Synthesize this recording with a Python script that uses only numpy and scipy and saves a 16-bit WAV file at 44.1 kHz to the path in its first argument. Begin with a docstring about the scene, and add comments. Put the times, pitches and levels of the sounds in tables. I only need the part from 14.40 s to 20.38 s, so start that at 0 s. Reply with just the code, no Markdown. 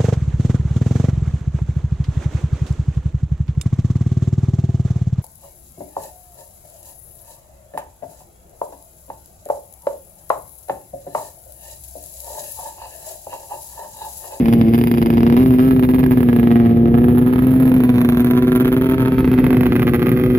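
"""Snowmobile creeping past

A two-stroke twin snowmobile creeps across a snowy field on part throttle, passing a phone from left to right.
Every stroke thumps the exhaust pipe, made by ringing resonances with soft pulses; a silencer boom adds to it.
Only some charges burn hard: these crack out of the outlet as sharp clicks, slap back off chassis and snow,
and make panels ring. Filtered noise makes track and fan hiss, and wind rumble on the two microphone ports."""
import sys
import numpy as np
from scipy import signal
from scipy.fft import rfft, irfft
from scipy.io import wavfile
from scipy.ndimage import uniform_filter1d, map_coordinates

SR = 44100
rng = np.random.default_rng(int(sys.argv[2]) if len(sys.argv) > 2 else 0)


def materialize(psi):
    """Save the field psi as 16-bit PCM at rate SR to the path in sys.argv[1].

    A 1-D psi becomes a single channel; in a 2-D psi each row is a channel.
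    """
    bounded = np.clip(np.atleast_2d(psi).T, -1, 1)
    quanta = np.round(bounded * 32767).astype(np.int16)
    wavfile.write(sys.argv[1], SR, quanta)


N = 263806
T = np.arange(N) / SR  # time of every sample, s

# The drive; each layer adds its own fixed trim to these levels:
# (t/s, pipe level/dB, upper pipe ring against it/dB, hiss level/dB, treble level/dB, wind level/dB)
DRIVE = [(0.0, -12.5, -65, -44.5, -39, -15), (0.271, -7, -18, -38, -38.5, -17.5),
         (0.45, -14, -14, -46.5, -35, -17.5), (0.93, -8.5, -15, -35.5, -40.5, -14.5),
         (1.04, -10, -14.5, -39.5, -33.5, -14.5), (1.179, -10.5, -14, -41, -36.5, -19),
         (1.291, -10.5, -13.5, -39, -34.5, -17.5), (1.45, -13, -15.5, -45.5, -36.5, -16.5),
         (1.831, -12, -15, -33.5, -35, -16.5), (2.201, -7.5, -18, -34.5, -41.5, -17),
         (2.456, -9, -14, -37.5, -44, -14.5), (2.733, -11.5, -13, -40.5, -37, -14),
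         (2.93, -14.5, -15.5, -32, -40, -16.5), (3.202, -11, -24, -33.5, -33.5, -15.5),
         (3.55, -12, -20, -32, -35, -18.5), (4.081, -13.5, -10, -35.5, -38.5, -19.5),
         (4.604, -17, -9.5, -34.5, -40, -17), (4.996, -13, -14, -30, -38, -14),
         (5.548, -17, -8.5, -33, -39, -14.5), (5.98, -14, -7.5, -36, -38, -15.5)]
# How fast the strokes follow each other: (t/s, stroke rate f/Hz)
STROKE_RATE = [(0, 114), (.15, 116.5), (.3, 113.5), (.5, 118.5), (.7, 116), (.9, 119), (1.03, 130),
               (1.17, 125.5), (1.28, 132), (1.45, 126), (1.65, 128), (1.9, 120), (2.2, 117.5), (2.45, 117),
               (2.8, 124), (3.15, 130), (3.45, 124.5), (3.7, 121), (4.1, 125.5), (4.55, 130), (5, 126),
               (5.55, 121), (5.75, 124), (5.98, 124)]
# The machine crosses in front of the phone:
# (t/s, left port lead/ms, left minus right/dB, treble left minus right/dB)
CROSSING = [(0, 0.38, 5.5, -2), (0.504, 0.43, 9, -0.5), (1, 0.36, 4.5, 6.5), (1.4, 0.47, 4.5, 8),
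            (1.796, 0.39, -2.5, 8.5), (2.299, 0.4, 4.5, 5), (2.601, 0.42, -0.5, 1.5),
            (3.199, 0.25, -1.5, 1), (3.602, 0.17, -1.5, 6.5), (3.999, 0.12, 1, 3), (4.599, 0.13, 6, 1.5),
            (5.199, -0.13, -1.5, 2.5), (5.98, -0.15, 2, 3)]

# Wind rumble: (f/Hz, level per Hz/dB)
WIND_COLOUR = [(20, -26), (45, -9.5), (65, -1.5), (90, -3.5), (140, 5.5), (190, -3.5), (300, -3.5),
               (500, -14), (2500, -100)]
# The ports ring in the top octave: (f/Hz, level per Hz/dB)
TREBLE_COLOUR = [(4410, -83.5), (7500, -46.5), (8970, -35), (10700, -23), (11100, -19), (12700, -18),
                 (14600, -16.5), (15600, -21.5), (16300, -101.5)]
# How differently the two ports hear each pitch: (f/Hz, left minus right/dB)
PORT_COLOUR = [(500, 11), (700, 2.5), (950, 3.5), (1290, 1), (1800, 6), (2380, 15), (3200, 18.5),
               (4400, 15.5), (8120, 12.5), (11000, -3.5), (13000, 9), (15000, 10.5)]
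# Colour of cracks and hiss from the machine's nose, flank and tail: (f/Hz, level per Hz/dB)
NOSE_COLOUR = [(350, -44.5), (600, -12.5), (633, -17), (696, -5.5), (757, 1), (955, -10), (1370, -13),
               (2160, -6), (3770, -17.5), (4150, -22), (4860, -25), (7500, -36.5), (9750, -83),
               (16500, -120)]
FLANK_COLOUR = [(350, -36.5), (600, -48), (711, -7), (773, -5), (1160, -13.5), (1300, -17), (1500, -20.5),
                (1640, -13.5), (1920, -17), (3850, -29), (4970, -39.5), (7500, -48.5), (9750, -96.5),
                (16500, -120)]
TAIL_COLOUR = [(350, -39.5), (600, 1), (824, -3.5), (897, -15.5), (1010, -6.5), (1260, -5.5), (1760, -8),
               (1980, -8), (2600, -9), (2880, -20), (3250, -17), (3700, -23.5), (4100, -24), (5400, -32),
               (7500, -42), (9750, -75), (16500, -120)]
VIEWS_S = 0.54, 2.63, 4.9  # when nose, flank and tail are heard, s

# Exhaust pipe resonances, low and upper: (f/Hz, width/Hz, level/dB)
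LOW_PIPE = [(62, 10, -21.5), (129, 70, 5), (249.7, 38.9, 19)]
UPPER_PIPE = [(376.5, 169, 6.87), (437.5, 172.3, 4.37)]
# Silencer resonances after a hard burn: (f/Hz, width/Hz, level/dB)
BOOM_MODES = [(70.6, 22, -1), (146, 49, -3), (273, 13.3, 5.5), (435.6, 42, 0.5)]
# Ringing cowl and silencer panels: (f/Hz, width/Hz, level/dB, faces the phone at t/s, swell time/s)
PANEL_MODES = [(4750, 130, -6.5, 0.45, 0.72), (3660, 200, -11, 1.3, 0.58), (5800, 1200, -7.5, 3.9, 0.66),
               (1685, 61, -10, 1.8, 0.47), (2120, 300, -12, 0.23, 0.48), (646, 190, -0.5, 0.8, 1),
               (964, 73, 1, 0.82, 1), (1620, 100, -15, 0.6, 0.98), (690, 45, 2.5, 2.45, 0.33),
               (1279, 48, -10.5, 2.6, 0.68), (991, 12, -13, 3.7, 0.77), (526, 50, -11, 4.8, 0.88),
               (1145, 13, -4.5, 3.7, 0.065), (1160, 37, -5, 9.3, 0.14), (1373, 54, -7.5, 4.1, 0.46),
               (1290, 64, -3.5, 4.7, 0.36), (3000, 120, -10.5, 4.3, 0.26), (909, 36, -4.5, 4.8, 0.53),
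               (1050, 38, -13, 5.5, 0.13), (1210, 35, -10.5, 5.8, 0.32), (1490, 35, -12.5, 10, 0.7),
               (1930, 170, -9, 5.8, 1), (3080, 490, -17, 4.3, 0.42), (2400, 240, -14.5, 5.3, 0.11),
               (2040, 170, -6, 6.4, 0.35), (648, 14, -3.5, 3.8, 0.96), (690, 40, -5.5, 5.15, 0.2),
               (2800, 250, -15, 2.4, 0.18), (1300, 58, -5, 1.25, 0.15), (1880, 130, -8, 2.2, 0.2),
               (3070, 180, -8.5, 6, 0.26), (3480, 210, -7, 3.8, 0.43), (2360, 470, -5, 3.5, 0.32)]

# The hardest burns: (t/s, crack level/dB, hard strokes ahead, hard strokes behind)
HARD_BURNS = [(0.0579, -18, 0, 0), (0.0839, -18, 0, 0), (0.1357, -16, 1, 0), (0.2134, -16, 0, 0),
              (0.2843, -25, 0, 1), (0.3454, -17, 1, 1), (0.3879, -20, 1, 0), (0.4133, -18, 0, 0),
              (0.4386, -19, 0, 0), (0.4724, -19, 0, 1), (0.5144, -17, 0, 0), (0.5398, -21, 0, 1),
              (0.5824, -19, 1, 0), (0.6255, -17, 1, 0), (0.6602, -18, 0, 1), (0.7031, -17, 0, 0),
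              (0.7377, -23, 1, 1), (0.7804, -18, 1, 0), (0.8061, -20, 0, 0), (0.8317, -17, 0, 0),
              (0.866, -17, 0, 1), (0.8998, -19, 0, 0), (0.925, -18, 0, 0), (0.9419, -25, 1, 0),
              (0.975, -17, 1, 8), (1.0605, -21, 0, 3), (1.1069, -22, 0, 2), (1.1385, -23, 1, 3),
              (1.1939, -18, 1, 12), (1.3093, -19, 0, 3), (1.3636, -22, 0, 1), (1.3946, -18, 0, 0),
              (1.4344, -16, 1, 2), (1.4898, -18, 0, 3), (1.5449, -18, 1, 2), (1.5919, -18, 1, 2),
              (1.6389, -17, 1, 0), (1.6623, -19, 0, 0), (1.7179, -17, 1, 2), (1.7733, -19, 0, 1),
              (1.8057, -20, 0, 0), (1.8301, -19, 0, 0), (1.8878, -17, 0, 1), (1.9295, -18, 0, 0),
              (1.963, -17, 0, 0), (1.9967, -18, 1, 0), (2.0307, -18, 0, 1), (2.0725, -17, 0, 0),
              (2.1149, -16, 1, 1), (2.1576, -17, 0, 2), (2.2, -20, 0, 2), (2.26, -21, 1, 1),
              (2.3113, -25, 2, 1), (2.3713, -25, 1, 0), (2.4571, -22, 0, 0), (2.4828, -27, 1, 0),
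              (2.5425, -18, 0, 1), (2.5844, -19, 1, 0), (2.6178, -26, 1, 0), (2.6345, -26, 0, 0),
              (2.6425, -18, 0, 0), (2.6839, -18, 0, 5), (2.7494, -23, 0, 1), (2.7822, -19, 1, 1),
              (2.8229, -23, 1, 2), (2.8715, -20, 1, 4), (2.9351, -18, 1, 0), (2.9589, -17, 0, 0),
              (2.9907, -18, 1, 0), (3.0222, -20, 0, 2), (3.0456, -24, 0, 0), (3.069, -20, 0, 3),
              (3.1156, -23, 1, 0), (3.1388, -22, 1, 0), (3.1621, -24, 1, 2), (3.2006, -22, 0, 1),
              (3.2316, -22, 1, 0), (3.2551, -22, 0, 1), (3.2784, -21, 1, 0), (3.294, -26, 1, 0),
              (3.3175, -17, 0, 0), (3.3412, -20, 0, 1), (3.3647, -21, 0, 2), (3.4042, -19, 0, 0),
              (3.4367, -18, 0, 2), (3.4931, -17, 0, 1), (3.5581, -22, 2, 2), (3.5826, -18, 0, 1),
              (3.6072, -23, 0, 0), (3.6153, -16, 0, 0), (3.6482, -17, 0, 1), (3.6897, -14, 0, 1),
              (3.7227, -19, 0, 1), (3.7474, -22, 0, 0), (3.772, -16, 0, 1), (3.8049, -18, 1, 2),
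              (3.8457, -17, 0, 0), (3.8702, -19, 1, 2), (3.9027, -22, 0, 0), (3.9107, -14, 0, 0),
              (3.935, -19, 0, 0), (3.9511, -22, 0, 1), (3.9754, -15, 1, 2), (4.0236, -17, 0, 3),
              (4.0797, -17, 1, 2), (4.1197, -14, 0, 1), (4.16, -14, 1, 2), (4.2078, -16, 1, 2),
              (4.2555, -15, 1, 0), (4.2793, -17, 1, 1), (4.3268, -16, 1, 2), (4.3659, -17, 0, 2),
              (4.4204, -17, 1, 0), (4.4435, -20, 1, 0), (4.4665, -19, 1, 0), (4.4973, -17, 1, 0),
              (4.5205, -16, 1, 0), (4.5435, -18, 1, 0), (4.5818, -17, 0, 0), (4.6047, -19, 1, 1),
              (4.6202, -18, 0, 0), (4.628, -22, 0, 1), (4.6589, -16, 1, 0), (4.682, -18, 1, 0),
              (4.7208, -19, 0, 3), (4.7828, -16, 0, 2), (4.8061, -21, 0, 0), (4.845, -18, 0, 1),
              (4.8766, -19, 0, 0), (4.9159, -20, 0, 0), (4.9395, -19, 1, 0), (4.9871, -15, 1, 2),
              (5.0422, -14, 0, 0), (5.066, -16, 0, 0), (5.1055, -15, 0, 0), (5.1294, -15, 0, 0),
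              (5.1453, -20, 0, 0), (5.1691, -15, 0, 0), (5.2092, -16, 0, 0), (5.2332, -16, 0, 0),
              (5.2654, -14, 1, 0), (5.3222, -15, 0, 1), (5.3633, -14, 1, 0), (5.3959, -16, 0, 0),
              (5.4286, -15, 1, 0), (5.478, -13, 1, 2), (5.5443, -12, 1, 2), (5.5943, -20, 0, 1),
              (5.6276, -14, 1, 0), (5.6682, -14, 1, 0), (5.6925, -16, 1, 0), (5.7168, -17, 0, 2),
              (5.7732, -19, 1, 0), (5.7975, -20, 1, 0), (5.8135, -22, 0, 0), (5.8376, -16, 0, 0),
              (5.8617, -19, 0, 0), (5.9019, -20, 0, 1), (5.9502, -18, 0, 1), (5.9746, -22, 0, 0)]
# Crack of the strokes that hardly burn: (t/s, level/dB)
SOFT_BURNS = [(0, -29.5), (0.6, -38), (1.2, -35.5), (1.8, -39.5), (2.2, -32.5), (2.45, -37), (2.7, -33),
              (3.2, -44), (3.8, -37), (4.4, -42), (5, -34), (5.5, -36), (5.98, -29)]
# Pressure jump at the outlet: (t/s, level against the crack/dB)
BLAST_LEVEL = [(0, 9), (1.0, 8.5), (2.4, 9), (3.5, 9), (4.7, 3.5), (5.3, 11), (5.98, 4)]
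# Slaps off the chassis: (delay at nose/ms, delay at flank/ms, delay at tail/ms, level/dB)
CHASSIS_SLAPS = [(1.1, 1.2, 1.1, -13), (3.3, 3.1, 3.0, -13), (4.6, 4.7, 4.4, -15), (5.8, 6.1, 5.7, -18)]
# The strongest slap, off the snow: (t/s, delay/ms, level/dB)
SNOW_SLAP = [(0, 2.35, -7), (1.2, 2.5, -5), (2.4, 2.5, -7), (3.2, 2.2, -8), (3.7, 1.8, -5), (4.7, 1.8, -5),
             (5.05, 1.93, -3), (5.25, 1.93, -3), (5.33, 2.45, -3), (5.98, 2.45, -5)]

TWIN_SHARE = 0.18  # one cylinder pushes harder than the other
PUSH_SCATTER_DB, SOFT_SCATTER_DB, RUN_SCATTER_DB, TREBLE_SCATTER_DB = 0.9, 1.5, 1.2, 2.5
BEFORE_DB = -3  # hard strokes ahead of the hardest
RUN_DB, RUN_STROKES = -8, 0.69  # those behind settle this far down, this quickly
PIPE_LEAD_MS = 2.85  # the pipe starts to swing, sucking first, before the crack leaves the outlet
BOOM_LEAD_MS, BOOM_DB = 1.5, -17.5  # level is against the smoothed pipe level
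BLAST_MS, SUCK_MS = 0.41, 1.0  # fading times of the pressure jump and the longer suction


def undb(db):
    """Turn decibels into a plain multiplier."""
    return 10 ** (np.asarray(db) / 20)


def level(x, db):
    """Scale to an rms level."""
    return x * undb(db) / np.sqrt(np.mean(x ** 2))


def follow(table, t=T):
    """Read each column of a table whose first column is time, in straight lines between its rows."""
    s, *columns = np.transpose(table)
    return [np.interp(t, s, column) for column in columns]


def butter(x, order, hz, kind="low"):
    """A smooth filter that keeps the pitches on one side of hz, or between two."""
    return signal.sosfilt(signal.butter(order, hz, kind, fs=SR, output="sos"), x)


def colour(x, table, share=1):
    """Filter whose gain follows (f/Hz, dB) points, never sounding before its input; unit energy."""
    hz, db = np.transpose(table)
    size = 2048
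    bins_hz = np.arange(size // 2 + 1) * SR / size
    log_gain = share * np.interp(np.log(bins_hz + 1), np.log(hz), db) * np.log(10) / 20
    # folding the cepstrum forward in time packs the response at its start
    cepstrum = irfft(log_gain)
    cepstrum[1:size // 2] *= 2
    cepstrum[size // 2 + 1:] = 0
    response = irfft(np.exp(rfft(cepstrum)))
    return signal.oaconvolve(x, response / np.sqrt(np.sum(response ** 2)))[:N]


def clicks(s, size):
    """Impulses at exact times, each spread over its neighbouring samples by a windowed sinc."""
    at = s * SR
    tap = np.floor(at)[:, None] + np.arange(-7, 9)
    off = tap - at[:, None]
    weight = size[:, None] * np.sinc(off) * np.cos(np.pi * off / 16) ** 2
    return np.bincount(np.clip(tap, 0, N).astype(int).ravel(), weight.ravel(), N + 1)[:N]


def fade(x, ms):
    """Each impulse dies away with this time constant."""
    return signal.lfilter([1], [1, -np.exp(-1000 / (ms * SR))], x)


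def walk(rate):
    """Random levels held 1 / rate s and smoothed twice."""
    k = int(SR / rate)
    held = np.repeat(rng.standard_normal(N // k + 1), k)[:N]
    return uniform_filter1d(uniform_filter1d(held, k), k)


def ring(pulses, modes):
    """Sum of resonances at an even rms level; neighbours swing in opposite sense."""
    total = 0
    for k, (hz, width, db) in enumerate(modes):
        b, a = signal.iirpeak(hz, hz / width, SR)
        total = total + (-1) ** k * undb(db) * signal.lfilter(b, a, pulses)
    return level(total, 0)


def wind(wind_db):
    """Rumbling air: a gust shared by both ports, and weaker eddies at each of them."""
    gust = level(colour(rng.standard_normal(N), WIND_COLOUR), 0)
    ports = []
    for _ in range(2):
        eddies = level(colour(rng.standard_normal(N), WIND_COLOUR), -13)
        ports.append((gust + eddies) * undb(wind_db - 2.5 + 0.39 * walk(5.6)))
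    return ports


def hiss(db, flicker_db):
    """Track, belt and fan noise: many tiny random knocks, with a flickering level."""
    return rng.standard_normal(N) * undb(db + flicker_db * walk(37))


def bright(x):
    """Turbulence carries little below the mids."""
    return butter(x, 2, 1500, "high")


def facing(x):
    """The colour turns from nose to flank to tail as the machine goes by."""
    total = 0
    for share, table in zip(np.eye(3), (NOSE_COLOUR, FLANK_COLOUR, TAIL_COLOUR)):
        total = total + np.interp(T, VIEWS_S, share) * colour(x, table)
    return total


def strokes(rate_hz):
    """Times of all strokes, filling in between the hardest burns at the stroke rate; and which are the hardest."""
    turns = np.cumsum(rate_hz) / SR
    at_burn = np.interp(np.array(HARD_BURNS)[:, 0], T, turns)
    # a whole number of strokes, at least one, from each hardest burn to the next
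    index = np.cumsum(np.maximum(1, np.round(np.diff(at_burn, prepend=0)))).astype(int)
    left = int(turns[-1] - at_burn[-1])
    known_index = np.r_[0, index, index[-1] + left]
    known_turns = np.r_[at_burn[0] - index[0], at_burn, at_burn[-1] + left]
    stroke_turns = np.interp(np.arange(index[-1] + left + 1), known_index, known_turns)
    return np.interp(stroke_turns, turns, T), index


def burns(s, hardest, chance):
    """Crack level of every stroke: faint, but for the runs of hard burns around each hardest one."""
    db = follow(SOFT_BURNS, s)[0] + SOFT_SCATTER_DB * chance
    for k, (_, top_db, before, after) in zip(hardest, HARD_BURNS):
        step = np.arange(-int(before), int(after) + 1)
        drop_db = np.where(step < 0, BEFORE_DB, RUN_DB * (1 - np.exp(-step / RUN_STROKES)))
        db[k + step] = top_db + drop_db + RUN_SCATTER_DB * chance[k + step] * (step != 0)
    return db


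def pipe(s, push, upper_db):
    """Soft pressure pulses, about a millisecond long, ring the pipe."""
    pulses = butter(clicks(s, push), 4, 700)
    return ring(pulses, LOW_PIPE) - undb(upper_db + 5.5) * ring(pulses, UPPER_PIPE)


def boom(s, burn_db, pipe_db):
    """Hard burns set the air in the silencer swinging at a few low pitches."""
    swing = ring(clicks(s - BOOM_LEAD_MS / 1000, undb(1.3 * burn_db)), BOOM_MODES)
    return undb(uniform_filter1d(pipe_db, size=SR // 2) + BOOM_DB) * butter(swing, 2, (50, 800), "band")


def panels(blows):
    """Each panel rings after a crack; its sound is beamed, so it swells and fades as the machine goes by."""
    out = 0
    blows = butter(blows, 3, 3800)  # the mounts soften the blow
    for hz, width, db, s, span in PANEL_MODES:
        b, a = signal.iirpeak(hz, hz / width, SR)
        ringing = signal.lfilter(undb(db) * b / np.sqrt(b[0]), a, blows)
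        out = out + np.exp(-((T - s) / span) ** 2) * ringing
    return out


def blast(s, db):
    """A rounded jump in pressure, the suction that balances it, and its slap off the snow."""
    size = undb(db + follow(BLAST_LEVEL, s)[0])
    slap_ms, slap_db = follow(SNOW_SLAP, s)
    front = clicks(s, size) + clicks(s + slap_ms / 1000, size * undb(slap_db - 4))
    # equal areas of push and suction
    jump = fade(front, BLAST_MS) - BLAST_MS / SUCK_MS * fade(front, SUCK_MS)
    return butter(jump, 3, 3200)


def puff(s, size, ms, db):
    """Turbulent gas follows each crack as a fading burst of noise."""
    return undb(db) * fade(clicks(s, size), ms) * rng.standard_normal(N)


def crack(s, size, puff_ms, puff_db, slap_db):
    """A shock front, its slaps off chassis and snow, and a fading puff of turbulent gas."""
    slaps = [(np.interp(s, VIEWS_S, ms), db) for *ms, db in CHASSIS_SLAPS]
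    slaps.append(follow(SNOW_SLAP, s))
    out = clicks(s, size) + puff(s, size, puff_ms, puff_db)
    for ms, db in slaps:
        out = out + clicks(s + ms / 1000, size * undb(db + slap_db))
    return out


def scene():
    """The machine as each port hears it, plus wind."""
    pipe_db, upper_db, hiss_db, top_db, wind_db = follow(DRIVE)
    winds = wind(wind_db)
    at, hardest = strokes(follow(STROKE_RATE)[0])
    chance = rng.standard_normal((3, len(at)))
    crack_db = burns(at, hardest, chance[0])

    # how hard each charge burns against its neighbours sets the push on the pipe
    burn_db = crack_db - uniform_filter1d(crack_db, size=31)
    push = 0.14 + undb(0.32 * burn_db + PUSH_SCATTER_DB * chance[1])
    # a hard burn leaves the next charges lean, so the mean push stays even
    push = push / uniform_filter1d(push, size=9) + TWIN_SHARE * (-1) ** np.arange(len(at))
    # the flywheel evens out the strokes
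    even = at[0] + np.r_[0, np.cumsum(uniform_filter1d(np.diff(at), size=3))]

    engine = -undb(pipe_db) * pipe(even - PIPE_LEAD_MS / 1000, push, upper_db)
    engine = engine - boom(even, burn_db, pipe_db) + blast(even, crack_db)
    size = undb(crack_db + 14.5)
    mids = facing(crack(even, size, 7, -27, 0) + hiss(hiss_db - 16.5, 5.7))
    mids = mids + undb(5) * panels(clicks(even, size))
    # harder cracks carry more treble
    treble_db = np.interp(at, T, top_db) + 0.86 * (crack_db + 27.5) + 19
    treble = undb(treble_db + TREBLE_SCATTER_DB * chance[2])
    shared = crack(even, treble, 3, -16, -7)

    lead_ms, pan_db, top_pan_db = follow(CROSSING)
    out = []
    for side, port_wind in zip((1, -1), winds):  # left, right
        lead_s = side * lead_ms / 2000  # half the lead to each port

        def shift(x, share):
            """Sound reaches the nearer port earlier."""
            return map_coordinates(x, [(T + share * lead_s) * SR], mode="nearest")

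        # each port meets eddies of its own
        sharp = shared + puff(even, treble, 5.9, -20)
        gas = puff(even, size, 5.46, -17)
        near = shift(mids, 1) * undb(side * pan_db / 2)
        near = near + facing(bright(gas + hiss(hiss_db + 1.5, 1.3)))
        highs = shift(sharp, 1) * undb(side * top_pan_db / 2) + hiss(top_db - 7.5, 1.3)
        highs = colour(highs, TREBLE_COLOUR)
        upper = level(colour(near + highs, PORT_COLOUR, share=side / 2), -31.5 - 3.67 * side)
        out.append(shift(engine, 0.6) + upper + port_wind)
    return np.array(out)


def record(dry):
    """The phone cuts the deepest bass, rounds the loudest peaks and cuts the top."""
    dry = butter(dry, 2, 35, "high")
    dry = np.tanh(0.9 * dry) / 0.9
    return signal.sosfilt(signal.ellip(10, 0.2, 70, 16450, fs=SR, output="sos"), dry)


dry = scene()
out = record(dry)
materialize(out)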